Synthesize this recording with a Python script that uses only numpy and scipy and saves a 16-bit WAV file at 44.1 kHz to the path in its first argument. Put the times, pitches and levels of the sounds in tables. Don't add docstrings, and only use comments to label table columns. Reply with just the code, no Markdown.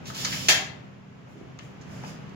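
import sys
import numpy as np
from scipy import signal
from scipy.fft import rfft, irfft
from scipy.io import wavfile
from scipy.ndimage import uniform_filter1d

SR = 44100
rng = np.random.default_rng(int(sys.argv[2]) if len(sys.argv) > 2 else 0)


def output_pcm(signal):
    pcm = np.clip(np.atleast_2d(signal).T, -1, 1) * 32767
    wavfile.write(sys.argv[1], SR, np.round(pcm).astype(np.int16))


def decibels_to_gain(level_db):
    exponent = np.asarray(level_db, float) / 20
    return 10 ** exponent


N = 103635
T = np.arange(N) / SR

# (time [s], level [dB])
SCRAPE_LEVEL = [
    (.04, -63.5),
    (.075, -42),
    (.125, -58),
    (.15, -39.5),
    (.22, -35),
    (.29, -39),
    (.33, -34),
    (.39, -39),
    (.484, -41),
]
# (frequency [Hz], gain [dB])
SCRAPE_TONE = [(250, -38), (500, -16), (1000, -16), (2300, -5.5), (3000, 2.5), (5000, -3.5), (7000, 0),
               (15000, 0.5)]
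# (frequency [Hz], width [Hz], level [dB])
BLADE_MODES = [(2280, 350, -9), (3500, 350, -11), (5370, 690, 12), (7200, 520, 5)]
# (frequency [Hz], gain [dB])
SNAP_COLOUR = [(150, -47.5), (300, -15), (500, -7), (1500, -9), (2200, -2.5), (4000, -0.5), (6500, -1.5),
               (15000, -7.5)]
# (frequency [Hz], level [dB], decay t60 [s])
CASE_MODES = [(790, -9.5, 0.024), (2240, 1.5, 0.01), (2663, -4, 0.057), (3336, -5, 0.0067),
              (5310, -10, .015), (6630, -8.5, .015)]
# (time [s], peak [dB], pitch [Hz], width [Hz], length [s])
KNOCK_EVENTS = [(0.056, -37.5, 3800, 5290, 0.013), (0.101, -27.5, 900, 1000, 0.0032),
                (0.147, -35, 5320, 6000, 0.0068), (0.2471, -15, 4670, 3570, .009),
                (.2475, -22.5, 2080, 3050, 0.014), (0.324, -26, 2344, 2040, 0.022),
                (1.273, -45, 834, 700, .004), (1.355, -39.5, 253, 200, 0.025),
                (1.412, -37.5, 201, 200, 0.012), (1.589, -35, 4170, 5080, 0.0021),
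                (1.5895, -37.5, 1100, 1400, .003), (1.5926, -31, 2400, 1500, 0.0027),
                (1.812, -46.5, 5800, 3530, 0.016), (2.037, -30.5, 753, 980, 0.0058),
                (2.047, -39.5, 2660, 610, .008), (2.293, -48.5, 4220, 4500, 0.0047)]
# (start [s], rise [s], fall [s], level [dB], brightness [dB per octave])
CLOTH_STROKES = [
    (1.26, .03, 0.13, -63.5, 4.5),
    (1.33, 0.047, 0.053, -64, -6),
    (1.6, 0.024, .1, -61, 3),
    (1.8, 0.13, 0.18, -58.5, 2),
    (1.92, .16, 0.072, -52, 0),
]
# (frequency [Hz], gain [dB])
CLOTH_TONE = [(500, -31.5), (1500, -4), (3000, -2.5), (4500, -8), (5300, -1.5), (7000, -1), (10000, -2),
              (15000, -7.5)]
# (frequency [Hz], decay t60 [s])
HALL_DECAY = [(350, 0.57), (700, 0.64), (1400, 0.51), (2800, 0.44), (5600, 0.34), (11000, 0.28)]
# (frequency [Hz], left minus right before
# scaling [dB])
PORT_BALANCE = [(300, -4), (700, -1.5), (1300, 5.5), (2300, 5.5), (4400, 0), (7000, -5.5), (10000, -7.5),
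                (15000, -1.5)]
# (time [s], level [dB])
DRONE_LEVEL = [(0.0, -43), (0.34, -38.5), (0.44, -39), (0.69, -44.5), (1.02, -49), (1.8, -45),
               (1.98, -41.5), (2.35, -42.5)]
# (order of the cycle [multiple], level [dB])
GENERATOR_ORDERS = [(9, -13), (10, -2.5), (12, -3.5), (14, -10), (15, -3), (18, -12), (20, -9), (31, -16.5)]
# (frequency [Hz], gain [dB])
AIR_TONE = [(25, -34.5), (127, -6), (270, -15.5), (476, -19), (1840, -27.5), (2900, -31), (3800, -39),
            (15000, -49.5)]
# (frequency [Hz], likeness [0-1])
AIR_LIKENESS = [(60, 0.96), (130, 0.6), (290, 0.1), (640, 0.05)]
# (frequency [Hz], gain [dB])
MIC_TONE = [(3000, 1), (7100, 0.5), (7900, -10.5), (8700, -21), (10400, -9), (13000, -14.5), (15200, -9),
            (16000, -14)]

BLADE_DB, SCRAPE_DB = -11, 0
GRIT_PER_S, GRIT_SPREAD_DB = 9500, 2.5
SNAP_S, SNAP_DB, SNAP_RING_DB = .4853, 2.5, -15.5
RATTLE_S, RATTLE_DB = .012, -2.5
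CONTACT_DB = 10
KNOCK_WET_DB = -7.5
ZIP_HZ, ZIP_WIDTH_HZ, ZIP_DB = 4910, 90, 11.5
HALL_DB, HALL_BUILD_S = 3.5, 0.001
PORT_LAG_S = .00044
GENERATOR_HZ, WAVER, ORDER_SWAY_DB = 13.0, 0.0018, 1.5
AIR_DB, FLICKER_DB = -1.5, -0.5
TOP_HZ, BOTTOM_HZ = 16000, 45
CEILING = 1.7


def curve(table, x, log=False):
    a = np.array(table, float)
    if log:
        return np.interp(np.log(x + 1), np.log(a[:, 0] + 1), a[:, 1])
    return np.interp(x, a[:, 0], a[:, 1])


def unit(x):
    return x / np.sqrt(np.mean(x ** 2))


def colour(x, table, share=1, tilt_db=0):
    size = 4096
    hz = np.arange(size // 2 + 1) * SR / size
    gain_db = share * curve(table, hz, True) + tilt_db * np.log2(hz / 4000 + .1)
    cepstrum = irfft(gain_db * np.log(10) / 20)
    cepstrum[1:size // 2] *= 2
    cepstrum[size // 2 + 1:] = 0
    impulse = irfft(np.exp(rfft(cepstrum)))
    return signal.fftconvolve(x, np.atleast_2d(impulse), axes=-1)[..., :x.shape[-1]]


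def ring(x, hz, width_hz):
    b, a = signal.iirpeak(hz, hz / max(width_hz, 1), SR)
    return signal.lfilter(b, a, x)


def walk(rate):
    k = int(SR / rate)
    steps = np.repeat(rng.standard_normal(N // k + 1), k)
    smooth = uniform_filter1d(uniform_filter1d(steps, k), k)
    return unit(smooth[:N])


def grit(per_s, spread_db):
    chance, sign, size = rng.random((3, N))
    clicks = (chance < per_s / SR) * np.sign(sign - .5)
    return unit(clicks * decibels_to_gain(-spread_db * np.log(size + 1e-4)))


def burst(start, length):
    return (T >= start) * np.exp(-np.clip(T - start, 0, None) / max(length, 2e-4))


def slide():
    friction = grit(GRIT_PER_S, GRIT_SPREAD_DB)
    scrape = unit(colour(friction[None], SCRAPE_TONE)[0])
    blade = unit(sum(decibels_to_gain(db) * ring(friction, hz, width) for hz, width, db in BLADE_MODES))
    level = decibels_to_gain(SCRAPE_DB + curve(SCRAPE_LEVEL, T) + 0.61 * walk(43))
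    moving = (T > SCRAPE_LEVEL[0][0]) * (T < SNAP_S)
    return (scrape + decibels_to_gain(BLADE_DB) * blade) * level * moving


def snap():
    blow = decibels_to_gain(RATTLE_DB) * grit(9000, 2.4) * burst(SNAP_S, RATTLE_S) / 2
    hit = int(SNAP_S * SR)
    blow[hit:hit + 3] = -1.0
    modes = 0
    for hz, db, t60 in CASE_MODES:
        modes = modes + decibels_to_gain(db) * ring(blow, hz, 3 / t60) * (t60 * 1000) ** .5
    return decibels_to_gain(SNAP_DB) * (colour(blow[None], SNAP_COLOUR)[0] + decibels_to_gain(SNAP_RING_DB) * modes)


def knocks():
    noise, out = rng.standard_normal(N), 0
    for start, db, hz, width, length in KNOCK_EVENTS:
        push = noise * burst(start, length)
        push[int(start * SR)] = decibels_to_gain(CONTACT_DB) * (SR / 20 / width) ** .5
        body = ring(ring(push, hz, width), hz, width)
        out = out + decibels_to_gain(db) * body * (SR / 4 / width) ** .5 * 0.8
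    return out


def jacket():
    fibres, cloth = grit(10000, 1.8)[None], 0
    for start, rise, fall, db, tilt_db in CLOTH_STROKES:
        peak = start + rise
        swell = np.clip((T - start) / rise, 0, 1) ** 2
        fade = np.exp(-np.abs(T - peak) / fall * 2)
        shape = np.where(T < peak, swell, fade)
        cloth = cloth + decibels_to_gain(db) * shape * unit(colour(fibres, CLOTH_TONE, tilt_db=tilt_db)[0])
    zip_on = T > CLOTH_STROKES[3][0]
    zipper = decibels_to_gain(ZIP_DB) * zip_on * ring(cloth, ZIP_HZ, ZIP_WIDTH_HZ)
    return (cloth + zipper) * decibels_to_gain(1.57 * walk(30.63))


def hall(x):
    t, hz = T[:SR], np.arange(SR // 2 + 1)
    noise, tail = rfft(rng.standard_normal((2, SR))), 0
    for k, (_, t60) in enumerate(HALL_DECAY):
        band = curve([(f, j == k) for j, (f, _) in enumerate(HALL_DECAY)], hz, True)
        tail = tail + irfft(noise * band, SR) * decibels_to_gain(-60 * t / t60)
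    tail = tail * (1 - np.exp(-t / HALL_BUILD_S))
    tail = decibels_to_gain(HALL_DB) * tail / np.sqrt(np.sum(tail ** 2) / 2)
    return signal.fftconvolve(x[None], tail, axes=-1)[:, :N]


def drone():
    hz = np.arange(N // 2 + 1) * SR / N
    alike = np.clip(curve(AIR_LIKENESS, hz, True), 0, 1)
    mid, side = rfft(rng.standard_normal((2, N)))
    spread = np.sqrt(1 - alike) * side * np.array([[1], [-1]])
    noise = irfft(np.sqrt(1 + alike) * mid + spread, N)
    air = decibels_to_gain(AIR_DB + FLICKER_DB * walk(11.9)) * unit(colour(noise, AIR_TONE))

    cycle = 2 * np.pi * np.cumsum(GENERATOR_HZ * (1 + WAVER * walk(1.95))) / SR
    count = len(GENERATOR_ORDERS)
    phases = 2 * np.pi * rng.random((count, 1, 1))
    phases = phases + 0.24 * rng.standard_normal((count, 2, 1))
    hum = 0
    for (order, db), phase in zip(GENERATOR_ORDERS, phases):
        hum = hum + decibels_to_gain(db + ORDER_SWAY_DB * walk(4.95)) * np.sin(order * cycle + phase)
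    return (air + 0.69 * hum) * decibels_to_gain(curve(DRONE_LEVEL, T))


def scene():
    taps = knocks()
    rest = slide() + snap() + jacket()
    near = taps + rest
    direct = np.array([np.roll(near, int(PORT_LAG_S * SR)), near])
    both = direct + hall(rest + decibels_to_gain(KNOCK_WET_DB) * taps)
    left = colour(both[:1], PORT_BALANCE, share=0.73)[0]
    right = colour(both[1:], PORT_BALANCE, share=-0.75)[0]
    return np.array([left, right]) + drone()


def band_limit(x):
    return signal.sosfilt(signal.butter(12, 16980, fs=SR, output="sos"), x)


def record(dry):
    low_cut = signal.butter(2, BOTTOM_HZ, "high", fs=SR, output="sos")
    high_cut = signal.ellip(10, .2, 50, TOP_HZ, fs=SR, output="sos")
    x = signal.sosfilt(low_cut, colour(dry, MIC_TONE))
    x = signal.sosfilt(high_cut, x)
    x = x * np.clip((T[-1] - T) * 500, 0, 1)
    mix = CEILING * np.tanh(x / CEILING)
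    return band_limit(mix)


dry = scene()
out = record(dry)
output_pcm(out)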